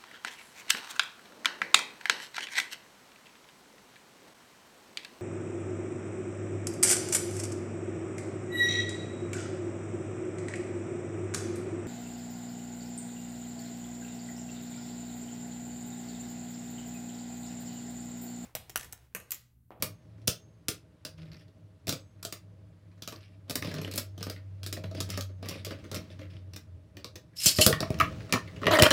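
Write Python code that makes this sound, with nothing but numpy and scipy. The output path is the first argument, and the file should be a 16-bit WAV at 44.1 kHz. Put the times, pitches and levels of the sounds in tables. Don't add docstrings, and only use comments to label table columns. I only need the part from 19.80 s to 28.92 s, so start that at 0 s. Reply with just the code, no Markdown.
import sys
import numpy as np
from scipy import signal
from scipy.fft import rfft, irfft, next_fast_len
from scipy.io import wavfile
from scipy.ndimage import uniform_filter1d, map_coordinates

SR = 44100
rng = np.random.default_rng(int(sys.argv[2]) if len(sys.argv) > 2 else 0)


def makeup_ratio(level_db):
    decades = np.asarray(level_db, float) / 20
    return 10 ** decades


def output_pcm(signal):
    pcm = np.clip(np.atleast_2d(signal).T, -1, 1) * 32767
    wavfile.write(sys.argv[1], SR, np.round(pcm).astype(np.int16))


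N = 402191
TIME = np.arange(N) / SR

# pitch_hz, width_hz, level_db
FLOOR_MODES = [(102.8, 17, -0.5), (171.3, 48.4, 3), (215.5, 106.4, -0.5), (296.7, 90, -0.5),
               (423.2, 78, -3.5), (500.4, 110, -5), (637.7, 59, -4.5)]
# pitch_hz, level_db (per Hz)
EDGE_COLOUR = [(4000, -36), (7000, -3), (9000, -3.5), (13000, -5.5), (15500, -4), (17000, -23)]
# pitch_hz, level_db (per Hz)
BRUSH_COLOUR = [(600, -21.5), (1200, -0.5), (2000, 1.5), (3200, -4), (4800, -5.5), (6000, -12), (9000, -23),
                (15000, -28.5)]


def unit(x):
    return x / np.sqrt(np.mean(x ** 2) + 1e-20)


def along(points, hz):
    point_hz, value = np.transpose(points)
    return np.interp(np.log(hz + 1), np.log(point_hz + 1), value)


def level_curve(rows):
    s, db = np.transpose(rows)
    return np.interp(TIME, s, db)


def gated(rows, db):
    since_start = TIME - rows[0][0]
    until_end = rows[-1][0] + 0.022 - TIME
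    return makeup_ratio(db) * np.clip(np.minimum(since_start, until_end) / 0.044, 0, 1)


def wobble(rate):
    return map_coordinates(rng.standard_normal(int(N * rate / SR) + 4), [TIME * rate])


def filtered(x, response):
    m = next_fast_len(N + SR // 2)
    return irfft(rfft(x, m) * response(np.fft.rfftfreq(m, 1 / SR)), m)[..., :N]


def coloured(x, spectrum):
    return filtered(x, lambda hz: makeup_ratio(along(spectrum, hz)))


def ringing(x, modes, sign=-1):
    def response(hz):
        total = 0
        for k, (centre, width, db) in enumerate(modes):
            loss = 1j * hz * width
            total = total + sign ** k * makeup_ratio(db) * loss / (centre * centre - hz * hz + loss)
        return total
    return filtered(x, response)


def dying(times, dbs, t60):
    start = np.bincount(np.round(times * SR).astype(int), makeup_ratio(2 * dbs), N)[:N]
    return np.sqrt(signal.lfilter([1], [1, -makeup_ratio(-120 / (t60 * SR))], start))


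def pressed_on(rows, rise, fall):
    levels = []
    for s, hold, db in rows:
        before = np.maximum(s - TIME, 0)
        after = np.maximum(TIME - s - hold, 0)
        levels.append(db - rise * before - fall * after)
    return np.max(levels, axis=0)


def grains(rate, spread_db):
    size = makeup_ratio(spread_db * np.clip(rng.standard_normal(N), -2, 2))
    return (rng.random(N) < rate / SR) * size * rng.choice([-1, 1], N)


def rattle(rate, depth):
    skips = signal.lfilter([1], [1, -makeup_ratio(-60 / (.012 * SR))], np.abs(grains(rate, spread_db=4)))
    return unit(1 + depth * unit(skips))


def patchy(depth_db):
    z = signal.stft(rng.standard_normal(N), nperseg=256)[2]
    field = uniform_filter1d(rng.standard_normal(z.shape), size=6, axis=0)
    field = uniform_filter1d(field, size=5, axis=1)
    return unit(signal.istft(z * makeup_ratio(depth_db * unit(field)), nperseg=256)[1][:N])


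def brief_notes(rows, t60, rough, slips):
    out = np.zeros(N + SR)
    slip = rough * wobble(slips)
    flutter = makeup_ratio(3 * wobble(300))
    for s, hz, hold, db in rows:
        start = round(s * SR)
        a = slice(start, start + SR // 16)
        t = TIME[a] - s
        fade_in = np.clip(t / .0012, 0, 1)
        shape = makeup_ratio(db - 60 * np.maximum(t - hold, 0) / t60) * fade_in
        out[a][:len(t)] += shape * flutter[a] * np.sin(2 * np.pi * hz * t + slip[a])
    return out[:N]


def hits(rows, click_db, edge_db, chatter_db, shell_db, thump_db):
    # pitch_hz, level_db (per Hz)
    click_colour = [(600, -46.5), (1200, -6.5), (2000, -12), (3600, -1.5), (5600, -1.5), (7000, -15.5),
                    (9000, -39), (16000, -44)]
    # pitch_hz, width_hz, level_db
    shell_modes = [(982, 73, -13), (1140, 49, -3.5), (1234, 170, -9.5), (1855, 120, -5.5), (2423, 380, -11),
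                   (3160, 670, -11.5), (4170, 77, -20)]
    s, db, bright, knock, thump = np.transpose(rows)
    noise = patchy(depth_db=1.4)
    loose = rattle(300, 1.2)

    def snap(level, t60, size):
        jump = uniform_filter1d(dying(s, level, t60), size=size)
        return jump + dying(s, level + chatter_db, 0.065) * loose

    click = coloured(snap(db + click_db, 0.014, size=36) * noise, click_colour)
    edge = coloured(snap(db + bright + edge_db, 0.015, size=12) * noise, EDGE_COLOUR)
    shell = ringing(dying(s, db + knock + shell_db, 0.019) * noise, shell_modes)
    floor_db = db + thump + thump_db
    push = dying(s + 0.001513, floor_db, 0.0018)
    shake = 1.92 * dying(s, floor_db, 0.043) * noise
    floor = ringing(push, FLOOR_MODES, sign=0.78) + ringing(shake, FLOOR_MODES)
    return click + edge + shell + floor


def clashes():
    # start_s, level_db (click peak), brightness_db, floor_thump_db (both beside the click)
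    clean = [(.478, -13, -8.5, -21), (0.8839, -19.5, -6, -15), (1.2503, -26.5, -12, -15.5),
             (2.08, -23.5, -11.5, -10), (2.0925, -17.5, -9.5, -10.5), (2.4502, -23.5, -10, -14.5),
             (2.525, -25.5, -9, -16), (3.2219, -30, -15, -15.5), (3.276, -23, -15.5, -15),
             (3.697, -23.5, -10, -10.5), (3.8726, -39, -12, 5.5), (4.113, -40, -3, -13),
             (4.1801, -22, -8.5, -11), (4.3783, -38.5, -15.5, -5), (4.4283, -25.5, -14, -19),
             (4.8322, -30.5, -15, -15), (4.8635, -30, -6.5, -12), (4.927, -21.5, -12, -18.5),
             (5.204, -22, -11, -13.5), (5.302, -25, -10, -20), (5.409, -26, -10, -33),
             (5.6872, -25, -10.5, -14), (5.8485, -28, -10.5, -19), (6.115, -27.5, -11, -7),
             (6.145, -26.5, -11, -19)]
    bumps = [(0.024, -17.5, -4.5, -17), (0.474, -22.5, -1, -12), (2.07, -31, -11, -6),
             (2.125, -22, -13, -11.5), (2.428, -32, -9, -19), (3.7086, -30.5, -6, -8),
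             (3.7553, -19.5, -5.5, -11.5), (3.8465, -30, -20, -4.5), (3.897, -43, -15, 0),
             (3.915, -39, -13, 1), (3.984, -43, -21, 6), (4.077, -43, -18, 3), (4.0155, -37, -11, -1),
             (4.046, -40, -16, 4.5), (4.1377, -32.5, -7, -6), (4.1582, -35, -1, -5.5),
             (4.177, -27.5, -2, -14), (4.186, -29, -14, -19), (4.408, -41.5, -16, 2),
             (4.4981, -27, -9, -12), (5.1129, -41, -23.5, -2), (5.1791, -46, -21, 8),
             (5.291, -39, -12, 2.5), (5.337, -38, -28, -7), (5.375, -24, -12, -5), (5.755, -40, -23, 1.5),
             (6.1611, -27, -20, -12.5), (6.762, -34, -12, -10.5), (7.2446, -30.5, -17, -13),
             (7.3564, -32.5, -15, -15.5)]
    # start_s, level_db (click peak), floor_thump_db (beside the click)
    knocks = [(3.323, -35.5, -7.5), (3.8233, -31.5, -4.5), (3.9406, -30, -4), (4.4672, -34.5, 3),
              (4.972, -38, 1.5), (5.038, -41.5, 5), (5.1483, -40, 2), (5.627, -43, 8), (5.658, -37.5, -2.5),
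              (5.71, -32.5, -2.5), (5.8662, -33.5, -6.5), (5.908, -39, -7), (6.735, -40.5, -9),
              (7.169, -36.5, -10), ]
    rows = [(s, db, bright, -38, thump) for s, db, bright, thump in clean]
    rows += [(s, db, bright, -7.5, thump) for s, db, bright, thump in bumps]
    rows += [(s, db, -15.5, -1, thump) for s, db, thump in knocks]
    return hits(rows, click_db=0.5, edge_db=5.0, chatter_db=-4.5, shell_db=17.5, thump_db=17.0)


def blows():
    # start_s, level_db (click peak), brightness_db, shell_knock_db, floor_thump_db
    blow_rows = [(7.6595, -13, 8, -42, -14.5), (7.7728, -40, -9.5, -17, -15),
                 (7.7861, -11.5, -15, -12.5, -4), (7.864, 1, -4.5, -47, -15.5), (7.9268, -21, -10, 2, -16),
                 (8.0052, -16.5, -12.5, -19, -6), (8.0273, -34, -26, 7.5, 11.5),
                 (8.1038, -30, -7, -9.5, 1.5), (8.1427, -32, -17, -8, 0), (8.1884, -27, -14, -18, -12),
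                 (8.2001, -13.5, -12, -7.5, -16), (8.2092, -19.5, -11, 1.5, -11.5),
                 (8.521, -49, -24, -4, -8), (8.5248, -9, -9, -8.5, -14), (8.536, -10, -25.5, -5.5, -11.5),
                 (8.832, -41.5, -37.5, 5, 10), (8.8423, -36, -43, 2, 7.5), (8.8564, -30, -22, -3, 4),
                 (8.8679, -20.5, -34, 7.5, -2.5), (8.8819, -24, -31, -13, 3), (8.9965, -16, -6, -10, -1.5),
                 (9.0144, -29, -24, -22, 9), (9.0224, -1.5, -2.5, -7.5, -18), (9.033, -24, -18, -4, -14),
                 (9.054, -21, -16, -2, -25), (9.066, -20, -20, 1, -25), (9.1063, -11.5, -8, -20, -16.5),
                 (9.1114, -16, -17, -14, -10)]
    return hits(blow_rows, click_db=0.5, edge_db=1.5, chatter_db=-19.0, shell_db=22.5, thump_db=15.0)


def grazes():
    # start_s, level_db (peak)
    single = [(1.377, -48), (3.357, -47), (3.678, -44.5), (3.889, -39), (3.9094, -34), (3.9602, -31.5),
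              (3.9784, -32.5), (4.0737, -36), (4.56, -38.5), (5.49, -45), (5.7728, -43), (5.8834, -53),
              (5.9055, -28.5), (5.9853, -39.5), (6.0384, -33), (6.302, -43.5), (6.391, -37), (6.412, -37.5),
              (6.452, -61), (7.19, -40), (8.403, -36.5), (8.493, -34), (8.674, -39), (8.759, -38),
              (8.815, -31.5)]
    # start_s, count, gap_s, level_db
    runs = [
        (1.418, 2, 0.034, -50),
        (1.515, 4, 0.01, -51.5),
        (6.129, 3, 0.015, -33.5),
        (6.504, 3, 0.027, -49.5),
    ]
    faint = [0.376, 0.4156, 1.605, 1.679, 2.387, 3.114, 3.175, 6.4394, 7.15, 7.5319]
    repeated = [(s + k * gap, db) for s, count, gap, db in runs for k in range(round(count))]
    s, db = np.transpose(single + repeated + [(s, -52) for s in faint])
    stroke = uniform_filter1d(dying(s + 0.0018, db - 4.5, 0.089), size=120)
    rub = stroke * rattle(320, 1) * patchy(depth_db=4.5)
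    return coloured(rub, BRUSH_COLOUR) + makeup_ratio(17.5) * ringing(rub, FLOOR_MODES[3:])


def rubbing():
    # start_s, hold_s, level_db
    contacts = [(1.375, 0.11, -69.5), (1.515, .11, -68.5), (3.33, 0.12, -68), (3.47, 0.075, -76),
                (3.825, 0.091, -48), (3.94, 0.056, -54), (4.015, 0.056, -52), (4.112, .06, -50.5),
                (4.18, 0.02, -50), (4.4, .12, -56.5), (4.84, .045, -59.5), (4.94, 0.041, -60),
                (5.04, 0.02, -57), (5.15, 0.055, -54), (5.29, 0.092, -49.5), (5.63, 0.17, -53.5),
                (5.85, 0.084, -55), (6.3, 0.031, -63.5), (6.39, 0.047, -75), (6.5, 0.095, -67)]
    # pitch_hz, level_db (per Hz)
    colour = [(700, -26), (1300, -7), (2600, 0), (4000, -4), (5200, -4), (6500, -21), (10000, -18),
              (15000, -34)]
    stream = rattle(520, 2.2) * patchy(depth_db=3)
    return makeup_ratio(pressed_on(contacts, rise=2500, fall=730)) * unit(coloured(stream, colour))


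def brushing_ticks():
    # start_s, pitch_hz, level_db
    lobe_ticks = [(1.38, 4000, -59), (1.392, 4230, -58), (1.418, 3480, -53), (1.431, 3520, -52),
                  (1.468, 2800, -56.5), (1.484, 1820, -65.5), (1.517, 4400, -50), (1.523, 4500, -51),
                  (1.532, 4770, -52.5), (1.543, 4550, -50), (1.546, 1780, -56), (1.557, 4200, -57),
                  (1.567, 5200, -51), (1.572, 1910, -57), (1.619, 4480, -59.5), (3.36, 4520, -43),
                  (3.391, 5200, -62), (3.408, 5150, -57), (3.423, 4970, -59), (3.444, 5040, -59),
                  (3.456, 5200, -61), (3.481, 2770, -59), (6.302, 3440, -51), (6.313, 2500, -55),
                  (6.389, 4000, -58), (6.393, 1900, -43.5), (6.405, 3500, -55), (6.412, 4900, -55),
                  (6.417, 2540, -51), (6.432, 3000, -51), (6.455, 2150, -52), (6.466, 2080, -58),
                  (6.537, 4000, -56.5), (6.567, 3000, -47)]
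    s, hz, db = np.transpose(lobe_ticks)
    click = coloured(dying(s, db + 6.0, 0.0082) * rng.standard_normal(N), BRUSH_COLOUR)
    rows = [(s, hz, .001, db) for s, hz, db in lobe_ticks]
    return click + brief_notes(rows, t60=.018, rough=1.4, slips=1700)


def pings():
    # start_s, pitch_hz, level_db
    parts = [(3.825, 1830, -30.5), (3.848, 2370, -37), (3.872, 2880, -32), (3.888, 4200, -47),
             (3.914, 2500, -47), (3.992, 2880, -40), (4.019, 2470, -39), (4.047, 2800, -29.5),
             (4.077, 2010, -45), (4.12, 4070, -41), (4.139, 4840, -40), (4.185, 4000, -35),
             (4.195, 5170, -32), (4.469, 604, -41), (4.968, 1930, -38), (5.041, 1870, -35),
             (5.149, 1850, -40), (5.206, 1180, -35), (5.304, 1900, -42), (5.339, 2660, -39),
             (5.378, 1830, -43), (5.41, 4100, -34)]
    rows = [(s, hz, .001, db) for s, hz, db in parts]
    return brief_notes(rows, t60=.018, rough=1.3, slips=1300)


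def rings():
    # (start_s, level_db)
    tones = [
        (6420, 0.61, [(.03, -67), (.48, -55.5), (2.1, -61), (4.181, -69), (5.49, -75)]),
        (12550, 0.31, [(1.54, -73.5), (3.28, -57), (3.7, -60), (3.83, -57), (4.015, -56), (4.43, -55), (4.93, -64), (5.045, -69), (5.38, -66), (5.66, -63), (5.9, -76), (6.145, -64), (6.4, -74)]),
        (11650, 0.304, [(1.52, -75), (3.3, -61), (4.015, -56), (5.66, -65), (5.92, -78)]),
        (7800, 0.39, [(2.1, -57)]),
        (4000, 0.29, [(5.04, -56)]),
    ]
    out = np.zeros(N)
    flutter = makeup_ratio(2.8 * wobble(90))
    drift = 1.2 * wobble(80)
    for hz, t60, strikes in tones:
        for s, db in strikes:
            start = round(s * SR)
            a = slice(start, start + SR // 2)
            t = TIME[a] - s
            out[a] += makeup_ratio(db - 60 * t / t60) * flutter[a] * np.sin(2 * np.pi * hz * t + drift[a])
    return out


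def hum():
    # time_s, level_db
    steady = [(1.3, -76), (1.49, -61.5), (2.28, -58), (2.58, -50.5), (3.12, -56.5), (3.41, -53),
              (4.34, -40.5), (5.46, -37), (6.03, -48), (6.1, -43), (6.75, -44), (6.82, -71)]
    # peak_s, pitch_hz, level_db, rise_db_per_s, fall_db_per_s
    swells = [
        (0.0, 105, -61, 99, 126),
        (.46, 107.3, -44.5, 66.5, 403),
        (1.439, 158.8, -44, 133, 87.5),
        (2.05, 99, -54, 157.5, 198.5),
        (3.998, 153.7, -37, 105.5, 320),
        (6.951, 87, -40.5, 129.5, 285),
        (7.2, 90.3, -50, 145, 403),
        (7.89, 150, -29, 310, 151),
        (8.922, 104, -32, 72, 240),
    ]
    spin_hz = 99.6 - 1.8 * np.maximum(TIME - 3.05, 0)
    turning = np.sin(2 * np.pi * np.cumsum(spin_hz) / SR)
    out = gated(steady, level_curve(steady) + 0.35 * wobble(13.0)) * turning
    for s, hz, db, rise, fall in swells:
        out += makeup_ratio(pressed_on([(s, 0, db)], rise, fall)) * np.sin(2 * np.pi * hz * TIME)
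    return np.sqrt(2) * out


def rolling():
    # time_s, level_db (rumble)
    first_round = [(0.0, -45), (.19, -50.5), (1.26, -56), (1.45, -49), (1.85, -55), (3.74, -52.5),
                   (3.86, -43.5), (4.06, -46.5), (4.18, -50), (4.87, -50), (5.02, -47.5), (5.29, -44),
                   (5.46, -54), (5.7, -47.5), (6.2, -44.5), (6.6, -49.5), (6.94, -52), (7.61, -54.5)]
    # time_s, level_db (rumble)
    second_round = [
        (7.85, -45),
        (8.001, -39.5),
        (8.25, -32),
        (8.59, -44.5),
        (8.84, -40),
    ]
    # rumble_db, scratch_db
    scratch_law = [(-52.5, -76.5), (-47, -69.5), (-44.5, -61.5), (-31.5, -56)]
    # pitch_hz, level_db (per Hz)
    rumble_colour = [(20, -52), (35, -15), (70, 0), (100, 5), (160, -6), (300, -21), (650, -36), (800, -28),
                     (1500, -82.5)]
    scratch_colour = [(400, -28), (700, -10.5), (1000, 4.5), (1850, 4), (3300, 0), (4800, -2),
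                      (8500, -12.5), (13000, -23), (16000, -14)]
    rumble_db = level_curve(first_round + second_round)
    scratch_db = np.interp(rumble_db, *np.transpose(scratch_law))
    drive = rng.standard_normal(N) * makeup_ratio(1.5 * wobble(25))
    through_floor = ringing(ringing(drive, FLOOR_MODES), FLOOR_MODES)
    rumble = unit(unit(coloured(drive, rumble_colour)) + 0.4 * unit(through_floor))
    pressed = np.clip((scratch_db + 63) / 12, 0, 1)
    scratch = coloured(patchy(depth_db=1.5) * rattle(330, 1.1 * pressed), scratch_colour)
    return makeup_ratio(rumble_db) * rumble + makeup_ratio(scratch_db) * unit(scratch)


def launchers():
    # start_s, hold_s, level_db
    draws = [
        (7.568, 0.04, -46),
        (7.603, .05, -35.5),
        (7.76, .05, -34.5),
    ]
    # start_s, hold_s, level_db
    jerks = [
        (7.636, 0.017, -28),
        (7.66, 0.019, -20),
        (7.813, 0.0051, -17),
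    ]
    # pitch_hz, width_hz, level_db
    case_modes = [(2900, 650, -3), (4230, 420, -0.5), (5190, 420, 2.5), (7160, 1200, -0.5),
                  (10070, 6000, -5.5), (14100, 4700, -9.5)]
    teeth = unit(grains(2500, spread_db=4)) + .7 * patchy(depth_db=6)
    uneven = makeup_ratio(1.2 * wobble(150))
    draw_db = pressed_on(draws, rise=2200, fall=410)
    jerk_db = pressed_on(jerks, rise=3200, fall=410)
    return makeup_ratio(np.maximum(draw_db, jerk_db)) * unit(ringing(teeth * uneven, case_modes))


def gear_squeaks():
    # start_s, pitch_hz, hold_s, level_db
    whistles = [(7.568, 5500, 0.013, -54), (7.582, 5290, 0.017, -35), (7.634, 5110, 0.0086, -30),
                (7.634, 8030, 0.012, -32), (7.66, 7570, 0.013, -19), (7.662, 6050, 0.0075, -19),
                (7.672, 4240, 0.024, -25), (7.69, 5446, 0.0063, -26.5), (7.748, 5150, 0.0037, -32.5),
                (7.766, 4770, 0.0082, -29.5), (7.812, 3010, 0.023, -23.5), (7.813, 6900, 0.013, -29.5),
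                (7.815, 4310, 0.012, -23.5), (7.846, 6800, 0.0063, -28), (7.89, 5830, .008, -40.5)]
    return brief_notes(whistles, t60=0.023, rough=0.75, slips=900)


def wall():
    # start_s, level_db
    wall_blows = [(7.927, -33), (7.937, -29), (8.032, -27), (8.201, -30), (8.205, -26), (8.226, -36),
                  (8.247, -32), (8.539, -23), (8.558, -21), (8.576, -27), (8.494, -44), (8.833, -25.5)]
    # pitch_hz, width_hz, level_db
    wall_modes = [(1064, 27, 1), (1280, 134, -1), (665, 44, -9)]
    s, db = np.transpose(wall_blows)
    return ringing(dying(s, db + 23.0, 0.0011), wall_modes)


def scrape():
    # start_s, hold_s, level_db
    presses = [
        (8.875, 0.0043, -42),
        (8.911, 0.031, -15),
        (8.94, 0.034, -14.5),
        (8.989, .004, -8.5),
        (8.996, 0.004, -11.5),
        (9.015, 0.0037, -17),
        (9.034, 0.0012, -6),
        (9.055, 0.0033, -13),
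        (9.064, 0.003, -7.5),
        (9.109, .02, -9.5),
    ]
    # pitch_hz, width_hz, level_db
    rim_modes = [(330, 120, -2), (622, 41, 7.5), (960, 89, -5), (1250, 270, -5), (1870, 450, -11),
                 (2970, 860, -8), (4140, 2300, -14)]
    rate = np.clip(339 - 260 * (TIME - presses[0][0]), 0, 339)
    turns = np.floor(np.cumsum(rate * (1 + .08 * wobble(250))) / SR)
    lobes = np.diff(turns, prepend=0) * makeup_ratio(1.8 * rng.standard_normal(N))
    grit = signal.lfilter([1], [1, -makeup_ratio(-60 / (.016 * SR))], lobes) * patchy(depth_db=5)
    buzz = unit(ringing(lobes, rim_modes[:5]))
    buzz = buzz + .75 * unit(ringing(grit, rim_modes[2:]))
    buzz = buzz + .1 * unit(coloured(grit, EDGE_COLOUR))
    return makeup_ratio(pressed_on(presses, rise=5200, fall=1900) - 9.5) * buzz


def arena_tones():
    # start_s, pitch_hz, hold_s, level_db
    brief_tones = [(7.787, 610, 0.032, -28), (7.892, 466, 0.024, -26), (8.202, 1265, 0.0057, -20),
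                   (8.209, 1260, 0.011, -17), (8.205, 655, 0.027, -33.5), (8.877, 624, 0.014, -21.5),
                   (8.908, 627.8, 0.039, -25), (8.92, 925, 0.026, -39), (9.048, 615, 0.03, -28.5),
                   (8.915, 3980, 0.0072, -35), (8.941, 2186, 0.015, -28), (8.952, 1860, .022, -25),
                   (8.974, 642, 0.019, -24), (8.988, 1863, 0.011, -22), (8.995, 3070, .007, -19),
                   (9.0, 616, 0.031, -25), (9.013, 1870, 0.0056, -25), (9.0325, 2940, 0.0027, -11.5),
                   (9.054, 3160, 0.013, -19.5), (9.063, 2640, 0.0035, -27), (9.072, 613, 0.011, -28),
                   (9.107, 3060, 0.0078, -19.5), (9.107, 4140, 0.008, -21.5), (9.108, 1715, 0.0058, -18.5)]
    return brief_notes(brief_tones, t60=.018, rough=.5, slips=450)


def thuds():
    # start_s, level_db
    jolts = [(0.032, -38.5), (0.483, -24), (0.888, -31), (3.76, -40), (7.799, -25.5), (7.886, -41),
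             (7.929, -21.5), (2.083, -30), (7.665, -26), (7.788, -17.5), (7.864, -17.5), (8.105, -21),
             (9.024, -10)]
    s, db = np.transpose(jolts)
    return ringing(dying(s, db + 18.5, 0.0059), [(107, 74, 0.03)])


def room(x):
    # pitch_hz, t60_s
    decay = [(150, 0.22), (700, 0.22), (4800, 0.19), (13000, 0.15)]
    # pitch_hz, level_db
    reaching_walls = [(200, -1.5), (600, 1), (1500, 1.5), (5000, -1)]
    x = coloured(x, reaching_walls)
    out, step = np.zeros(N + 2 * SR), SR // 3
    for a in range(0, N, step):
        hz, t, z = signal.stft(rng.standard_normal(SR // 3), SR, nperseg=256)
        fading = makeup_ratio(-60 * t / along(decay, hz)[:, None])
        tail = signal.istft(z * fading, SR, nperseg=256)[1]
        wet = signal.fftconvolve(x[a:a + step], tail / np.linalg.norm(tail))
        out[a + 250:][:len(wet)] += wet
    return out[:N]


def microphone_hiss():
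    # pitch_hz, level_db (per Hz)
    hiss_colour = [(300, -5), (1000, 7), (5000, -15.5), (10000, -10.5), (14000, -19), (15000, -28.5)]
    return makeup_ratio(-77.5) * unit(coloured(rng.standard_normal(N), hiss_colour))


def scene():
    broad = clashes() + blows() + grazes() + launchers() + rubbing()
    pitched = wall() + scrape() + brushing_ticks() + pings() + gear_squeaks() + arena_tones()
    echo = room(broad + makeup_ratio(-8) * pitched)
    low = thuds() + hum() + rolling()
    return (broad + pitched + makeup_ratio(-4.5) * echo + rings() + low + microphone_hiss())[None]


def roll_off(x):
    return signal.sosfilt(signal.butter(12, 17000, fs=SR, output="sos"), x)


def record(dry):
    x = filtered(dry, lambda hz: (1j * hz / (45 + 1j * hz)) ** 3)
    x = x / (1 + np.abs(x / .9) ** 4) ** (1 / 4)
    x = filtered(x, lambda hz: .9 / (1 + (hz / 15950) ** 90) + .1)
    return roll_off(x)


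dry = scene()
out = record(dry)
output_pcm(out)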